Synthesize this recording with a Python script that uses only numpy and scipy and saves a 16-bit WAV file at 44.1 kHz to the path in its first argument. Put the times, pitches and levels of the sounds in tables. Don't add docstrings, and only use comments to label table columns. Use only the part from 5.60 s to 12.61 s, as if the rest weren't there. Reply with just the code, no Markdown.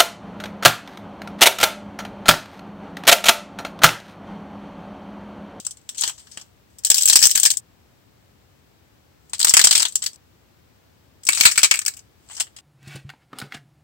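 import sys
import numpy as np
from scipy.fft import rfft, irfft, next_fast_len
from scipy.io import wavfile
from scipy.ndimage import uniform_filter1d

SR = 44100
rng = np.random.default_rng(int(sys.argv[2]) if len(sys.argv) > 2 else 0)


def wrap_up_sound(samples):
    columns = np.atleast_2d(samples).T
    tamed = np.clip(columns, -1, 1)
    steps = np.round(tamed * 32767).astype(np.int16)
    wavfile.write(sys.argv[1], SR, steps)


N = 309141
SPAN = 8192


def amp(db):
    return 10 ** (np.asarray(db) / 20)


def unit(x):
    return x / np.sqrt(np.mean(x ** 2, axis=-1, keepdims=True) + 1e-20)


def along(points, hz):
    freqs, values = np.transpose(points)
    return np.interp(np.log(hz + 1), np.log(freqs + 1), values)


def filtered(x, response):
    size = next_fast_len(N + SPAN)
    return irfft(rfft(x, size) * response(np.fft.rfftfreq(size, 1 / SR)), size)[..., :N]


def ringing(modes, hz):
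    power = sum(amp(db) ** 2 / (1 + ((hz * hz - pitch * pitch) / (hz * width + 1)) ** 2) ** 2
                for pitch, width, db in modes)
    return unit(np.sqrt(power))


def spray(count, grain, depth_db):
    wobble = unit(uniform_filter1d(rng.standard_normal(count), grain))
    return unit(amp(depth_db * wobble))


# frequency in Hz, relative level in dB.
HISS_TONE = [(25, -35.5), (40, -27), (58, -5), (105, -4), (150, -10), (300, -13), (1000, -21.5),
             (5000, -29), (6800, -32.5), (7700, -31), (9000, -37), (11000, -37.5), (15800, -31)]
# frequency in Hz, likeness from 0 to 1.
LIKENESS = [(60, .4), (130, 0.58), (300, 0.014)]

def hiss(level_db=-56.5):
    def tone(hz):
        angle = np.arccos(along(LIKENESS, hz)) / 2
        return amp(along(HISS_TONE, hz)) * [np.cos(angle), np.sin(angle)]
    mid, side = filtered(rng.standard_normal((2, N)), tone)
    return amp(level_db) * unit(np.array([mid + side, mid - side])) * amp([[1.5], [-1.5]])


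# pitch in Hz, width in Hz, relative level in dB.
MIC_MODES = [(7823, 1400, 5.5), (6317, 1600, -4.5)]
FLAKE_MODES = [(3140, 870, -5), (4770, 3700, -4)]
FIZZ_MODES = [(11850, 12000, -2), (16700, 9100, -0.5)]
# time in seconds, level in dB.
CRUMB_SWELLS = [
    [(0.0, -46.5), (0.124, -74), (0.348, -65), (0.47, -45), (0.62, -63), (0.674, -57.5), (0.808, -55),
     (0.95, -82.5)],
    [(1.1, -66.5), (1.266, -72.5), (1.398, -28), (1.428, -31.5), (1.496, -26), (1.708, -39.5), (1.776, -31),
     (1.834, -29), (1.956, -70), (2.05, -64)],
    [(3.6, -77), (3.752, -64), (3.8, -53), (3.9, -39), (3.942, -30), (3.992, -32), (4.06, -38),
     (4.11, -26.5), (4.384, -55), (4.522, -69.5), (4.62, -69.5)],
    [(5.58, -83), (5.704, -58), (5.814, -26.5), (5.838, -19), (5.888, -31.5), (5.966, -41.5), (6.12, -41),
     (6.246, -67), (6.366, -67.5), (6.48, -80)],
    [(6.58, -75.5), (6.734, -52.5), (6.788, -61), (6.854, -58), (6.91, -75), (6.972, -70), (7.01, -59.5)],
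]

def crumbs():
    def tone(hz):
        return (ringing(MIC_MODES, hz) + amp(-1) * ringing(FLAKE_MODES, hz)
                + amp(-8.5) * ringing(FIZZ_MODES, hz))
    t = np.arange(N) / SR
    level = sum(amp(np.interp(t, *np.transpose(swell), left=-120, right=-120)) for swell in CRUMB_SWELLS)
    grains = spray(N, grain=110, depth_db=1.5) * rng.standard_normal((2, N))
    return level * unit(filtered(grains, tone)) * amp([[2.5], [-2.5]])


# pitch in Hz, width in Hz, relative level in dB.
RATTLE_MODES = [(450, 4500, 2)]
# start in seconds, level in dB.
SHOVES = [(.4373, -39), (.4754, -40), (.7729, -38.5), (1.301, -36), (1.4975, -42), (1.5264, -36.5),
          (1.5575, -44.5), (1.6536, -37), (1.6688, -35), (1.752, -33.5), (1.8598, -39.5), (3.8818, -40.5),
          (3.938, -30.5), (3.9681, -31), (3.9922, -36.5), (4.0127, -34), (4.0444, -27), (4.071, -33.5),
          (4.1103, -48.5), (4.1698, -40), (4.2282, -41), (5.6883, -27), (5.8081, -29), (5.8527, -31.5),
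          (5.99, -38), (6.0317, -25), (6.1118, -41.5), (6.2803, -37.5)]

def shoves(push_s=0.0002, rattle_fade_s=0.084):
    out = np.zeros((2, N + SPAN))
    t, hz = np.arange(SPAN) / SR, np.fft.rfftfreq(SPAN, 1 / SR)
    push = t / push_s * np.exp(1 - t / push_s) * amp([[4.75], [-4.75]])
    fade = amp(-0.5 - 60 * t / rattle_fade_s)
    for start, db in SHOVES:
        rattle = irfft(rfft(rng.standard_normal((2, SPAN))) * ringing(RATTLE_MODES, hz))
        out[:, round(start * SR):][:, :SPAN] += amp(db) * (push + fade * rattle)
    return out[:, :N]


# pitch in Hz, width in Hz, relative level in dB.
HAIR = [(900, 360, -2), (1570, 1000, 1.5), (3060, 880, 4.5)]
EARS = [(952, 540, -6.5), (1690, 370, 2.5), (2384, 950, 0.5)]
EYES = [(920, 170, 0.5), (1640, 2250, 4.7), (2390, 1600, 4)]
CHIN = [(895, 450, -5.5), (1740, 1300, -3.5), (3030, 890, 1)]
FACE = [(930, 280, -12), (1290, 400, -5.5), (1760, 610, -2.5), (2250, 150, 4.5), (2500, 630, 1)]
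# start in seconds, how the part rings, base levels of fizz and
# of flakes in dB next to the crack's level, base flake pitch in Hz.
PARTS = [(0, HAIR, -13.5, -2, 5360), (1, EARS, -7.5, -1.5, 4900), (3, EYES, -12.5, -2, 4270),
         (5, FACE, -11.5, -4.5, 4670), (6.6, CHIN, -18, -5, 4720)]
# start in seconds, level in dB,
# shell level in dB next to that level, seconds to fade by 60 dB.
CRACKS = [(0.0, -26.5, -21, 0.024), (0.049, -32, -27, .054), (0.0663, -18.5, -16.5, 0.027),
          (0.1087, -28, -27, 0.058), (.1705, -46, -12, 0.066), (.2135, -56, -18, 0.032),
          (.29, -18, -16.5, 0.025), (0.3465, -41, -11, 0.11), (0.356, -43, -22, 0.065),
          (0.373, -34, -30, 0.11), (0.3805, -29, -21, 0.38), (0.4096, -13.5, -68, 0.042),
          (0.42, -25.5, -6.5, 0.075), (0.4362, -18, -3, 0.05), (.452, -30, -6, 0.087),
          (0.464, -32, -3, 0.088), (0.4759, -21, -7, 0.072), (.486, -31, 0, 0.052), (0.495, -26, -1, 0.042),
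          (0.5786, -45, -9, 0.085), (0.5945, -46.5, -5, 0.18), (0.6697, -47.5, -1, 0.051),
          (0.714, -46.5, -12, 0.23), (.7729, -32, -2.5, 0.043), (0.796, -43, -3.5, 0.07),
          (0.8126, -38, -5.5, 0.048), (1.185, -36.5, -28, 0.054), (1.236, -33, -22, 0.033),
          (1.248, -5, -25.5, 0.028), (1.2603, -19.5, -21, 0.045), (1.2687, -22, -15, 0.037),
          (1.287, -33, -36, 0.038), (1.301, 0.5, -24, 0.031), (1.3155, -6.5, -14, 0.022),
          (1.3436, -10, -33, 0.042), (1.357, -17.5, -20, 0.055), (1.368, -17, -27, 0.13),
          (1.381, -10.5, -21.5, .045), (1.4092, -17, -22, 0.053), (1.4215, -10, -43, 0.031),
          (1.4329, -11, -19.5, 0.032), (1.456, -6, -42, 0.035), (1.4747, -13.5, -22, 0.051),
          (1.483, -7.5, -37, 0.068), (1.4974, -8.5, -16.5, 0.067), (1.5252, -16, -7, 0.027),
          (1.5305, -6, -20, 0.039), (1.5564, 3, -17, 0.035), (1.566, -11.5, -10, 0.054),
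          (1.59, -10.5, -29, 0.043), (1.604, -20, -16.5, 0.079), (1.6157, -19.5, -10, 0.11),
          (1.626, -8.5, -18, .057), (1.6369, -7, -19, 0.085), (1.6537, -3, -22, 0.037),
          (1.6692, 0.5, -39, 0.015), (1.694, -21, -16, 0.049), (1.7059, -13.5, -40, 0.056),
          (1.712, -10.5, -27, 0.028), (1.75, -18, -20, 0.042), (1.754, -8.5, -16.5, 0.051),
          (1.7751, -8.5, -14, 0.029), (1.7988, -10.5, -42, 0.038), (1.8316, -6.5, -16, .051),
          (1.8525, -5, -22, 0.032), (1.8597, -7, -13, 0.063), (1.903, -8, -27, 0.032),
          (1.9117, -14, -25, 0.049), (1.9366, -29, -10.5, 0.041), (1.9701, -18.5, -36, .045),
          (3.6954, -45.5, -33, 0.057), (3.7326, -19.5, -8, 0.041), (3.7456, -27, -10, .041),
          (3.7814, -35, -24, 0.022), (3.793, -14.5, -44, .035), (3.801, -16, -14.5, 0.056),
          (3.813, -15, -11, 0.033), (3.8281, -11, -13.5, 0.027), (3.8456, -2, -11, 0.031),
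          (3.8687, -16, -12.5, 0.064), (3.8818, -11.5, -13, 0.037), (3.8939, -7.5, -35, 0.047),
          (3.898, -14, -35, 0.031), (3.9081, -21, -9, 0.055), (3.938, -0.5, -9, 0.039),
          (3.9679, -0.5, -6.5, 0.043), (3.993, -3.5, -7.5, 0.048), (4.0134, -6.5, -14, 0.036),
          (4.0401, -5.5, -16.5, 0.092), (4.0445, -5, -11.5, 0.047), (4.071, -8.5, -10, 0.033),
          (4.0895, -20.5, -9.5, 0.04), (4.1095, -6, -11.5, 0.052), (4.1265, -10.5, -12.5, 0.055),
          (4.152, -10, -9, 0.083), (4.1687, -16.5, -11, 0.048), (4.178, -7, -19, 0.041),
          (4.1968, -12, -23, 0.031), (4.202, -13, -3.5, 0.041), (4.2208, -15, -10.5, 0.045),
          (4.2279, -11, -10, 0.026), (4.2516, -20, -3.5, 0.071), (4.2825, -26, -41, 0.051),
          (4.3226, -30.5, -23, 0.036), (4.3551, -9.5, -31.5, 0.036), (4.421, -26.5, -16, 0.077),
          (4.429, -33, -4, 0.063), (4.4382, -22.5, -17, 0.063), (4.462, -14.5, -16.5, 0.046),
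          (4.5313, -42, -40, 0.05), (4.5433, -47, -33, 0.035), (4.558, -44.5, -33, .045),
          (5.6338, -36, -20, 0.037), (5.6516, -26, -34, 0.023), (5.6678, -16.5, -18, .042),
          (5.6883, -1.5, -4.5, 0.027), (5.703, -17, -29, .028), (5.722, -19, -14, 0.048),
          (5.731, -14.5, -7.5, .036), (5.7476, -19.5, -10, 0.14), (5.7732, -21, -7.5, 0.14),
          (5.8016, -15.5, -9, 0.029), (5.809, -4.5, -5, 0.031), (5.8331, -14, -6, 0.072),
          (5.8528, -3.5, -2, 0.097), (5.864, -8, -23, 0.025), (5.88, -25, -2.5, 0.12),
          (5.9119, -16.5, -14, .086), (5.9202, -16, -4, 0.011), (5.957, -25.5, -9.5, .097),
          (5.9766, -8, -8.5, 0.06), (5.99, -13.5, -6.5, .045), (6.0158, -24.5, -8, 0.041),
          (6.0312, -6, -8, 0.077), (6.044, -9, -4, 0.06), (6.1115, -9.5, 4, 0.047),
          (6.1394, -18, -3, 0.075), (6.1561, -17, -22, 0.022), (6.17, -26.5, -4, 0.048),
          (6.1903, -13.5, -12, 0.027), (6.2154, -25, -4, 0.04), (6.2505, -21.5, -16, 0.013),
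          (6.2619, -11.5, -14, 0.037), (6.2801, -13.5, -11, 0.035), (6.3377, -34.5, -19, .045),
          (6.3675, -33, -17, 0.057), (6.3909, -37, -14.5, 0.039), (6.688, -45, -7.5, 0.041),
          (6.6982, -43.5, 0, 0.12), (6.711, -39, -4.5, .13), (6.73, -40.5, -7, 0.14),
          (6.7494, -35.5, -15, 0.062), (6.7665, -32, -15, 0.12), (6.7775, -38, 0.5, 0.12),
          (6.799, -17, -14, 0.045), (6.805, -15, -7.5, 0.059), (6.869, -50, 7, 0.058),
          (6.9638, -37.5, -8.5, 0.086), (6.9864, -45, 4, .045)]

def cracks(scatter_db=2.5, scatter_hz=360, shared=0.7):
    out = np.zeros((2, N + SPAN))
    t, hz = np.arange(SPAN) / SR, np.fft.rfftfreq(SPAN, 1 / SR)
    mic_ring, fizz, nearby_flakes = (ringing(modes, hz) for modes in (MIC_MODES, FIZZ_MODES, FLAKE_MODES))
    room = amp(-15.5 - 60 * t / 0.15) * (1 - np.exp(-t / 0.009))
    accent = 1 + 0.7 * np.exp(-t / 0.00096)
    rise = 1 - np.exp(-t / 0.00067)
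    for (start, crack_db, shell_db, fade_s), luck in zip(CRACKS, rng.standard_normal((len(CRACKS), 4))):
        _, shell_modes, fizz_db, flake_db, flake_hz = [part for part in PARTS if part[0] <= start][-1]
        fizz_db += scatter_db * luck[0]
        flake_db += 0.24 * shell_db + scatter_db * luck[1]
        flake_hz += -28 * shell_db + scatter_hz * luck[2]
        flake_power = ringing([(flake_hz, 1500, 0)], hz) ** 2 + (amp(-1.5) * nearby_flakes) ** 2
        treble_power = mic_ring ** 2 + (amp(fizz_db) * fizz) ** 2 + amp(flake_db) ** 2 * flake_power
        piece_tone = spray(len(hz), grain=132, depth_db=2.5)
        noise = piece_tone * rfft(rng.standard_normal((5, SPAN)))
        treble = irfft(noise[:2] * np.sqrt(treble_power))
        delay = np.exp(-2j * np.pi * hz * rng.normal(0, 0.0004) * np.array([[0], [1]]))
        shell_noise = np.sqrt(shared) * delay * noise[4] + np.sqrt(1 - shared) * noise[2:4]
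        shell = irfft(shell_noise * amp(shell_db) * ringing(shell_modes, hz))
        burst = accent * amp(-60 * t / fade_s) * spray(SPAN, grain=40, depth_db=2.5)
        left_over_right_db = 6 + 1.5 * luck[3]
        sides = amp(left_over_right_db * np.array([[0.5], [-0.5]]))
        sound = (burst * sides + room) * treble + (burst * sides ** 0.16 + room) * shell
        out[:, round(start * SR):][:, :SPAN] += amp(crack_db) * rise * sound
    return out[:, :N]


# start in seconds, end in seconds.
HUSHES = [(2.004, 2.1), (4.565, 4.7)]

def scene(dip_hz=10710, dip_width_hz=910, dip_depth=0.63):
    t = np.arange(N) / SR
    hushed = sum((t > start) & (t < end) for start, end in HUSHES)
    gate = uniform_filter1d(1.0 - hushed, size=400)
    clay = (cracks() + shoves() + crumbs()) * gate
    clay = filtered(clay, lambda hz: 1 - dip_depth * np.exp(-((hz - dip_hz) / dip_width_hz) ** 2))
    return clay + hiss()


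def record(dry, top_hz=15900, edge_hz=150):
    return filtered(np.clip(dry, -1, 1), lambda hz: np.clip((top_hz - hz) / edge_hz + 0.5, 0, 1))


dry = scene()
out = record(dry)
wrap_up_sound(out)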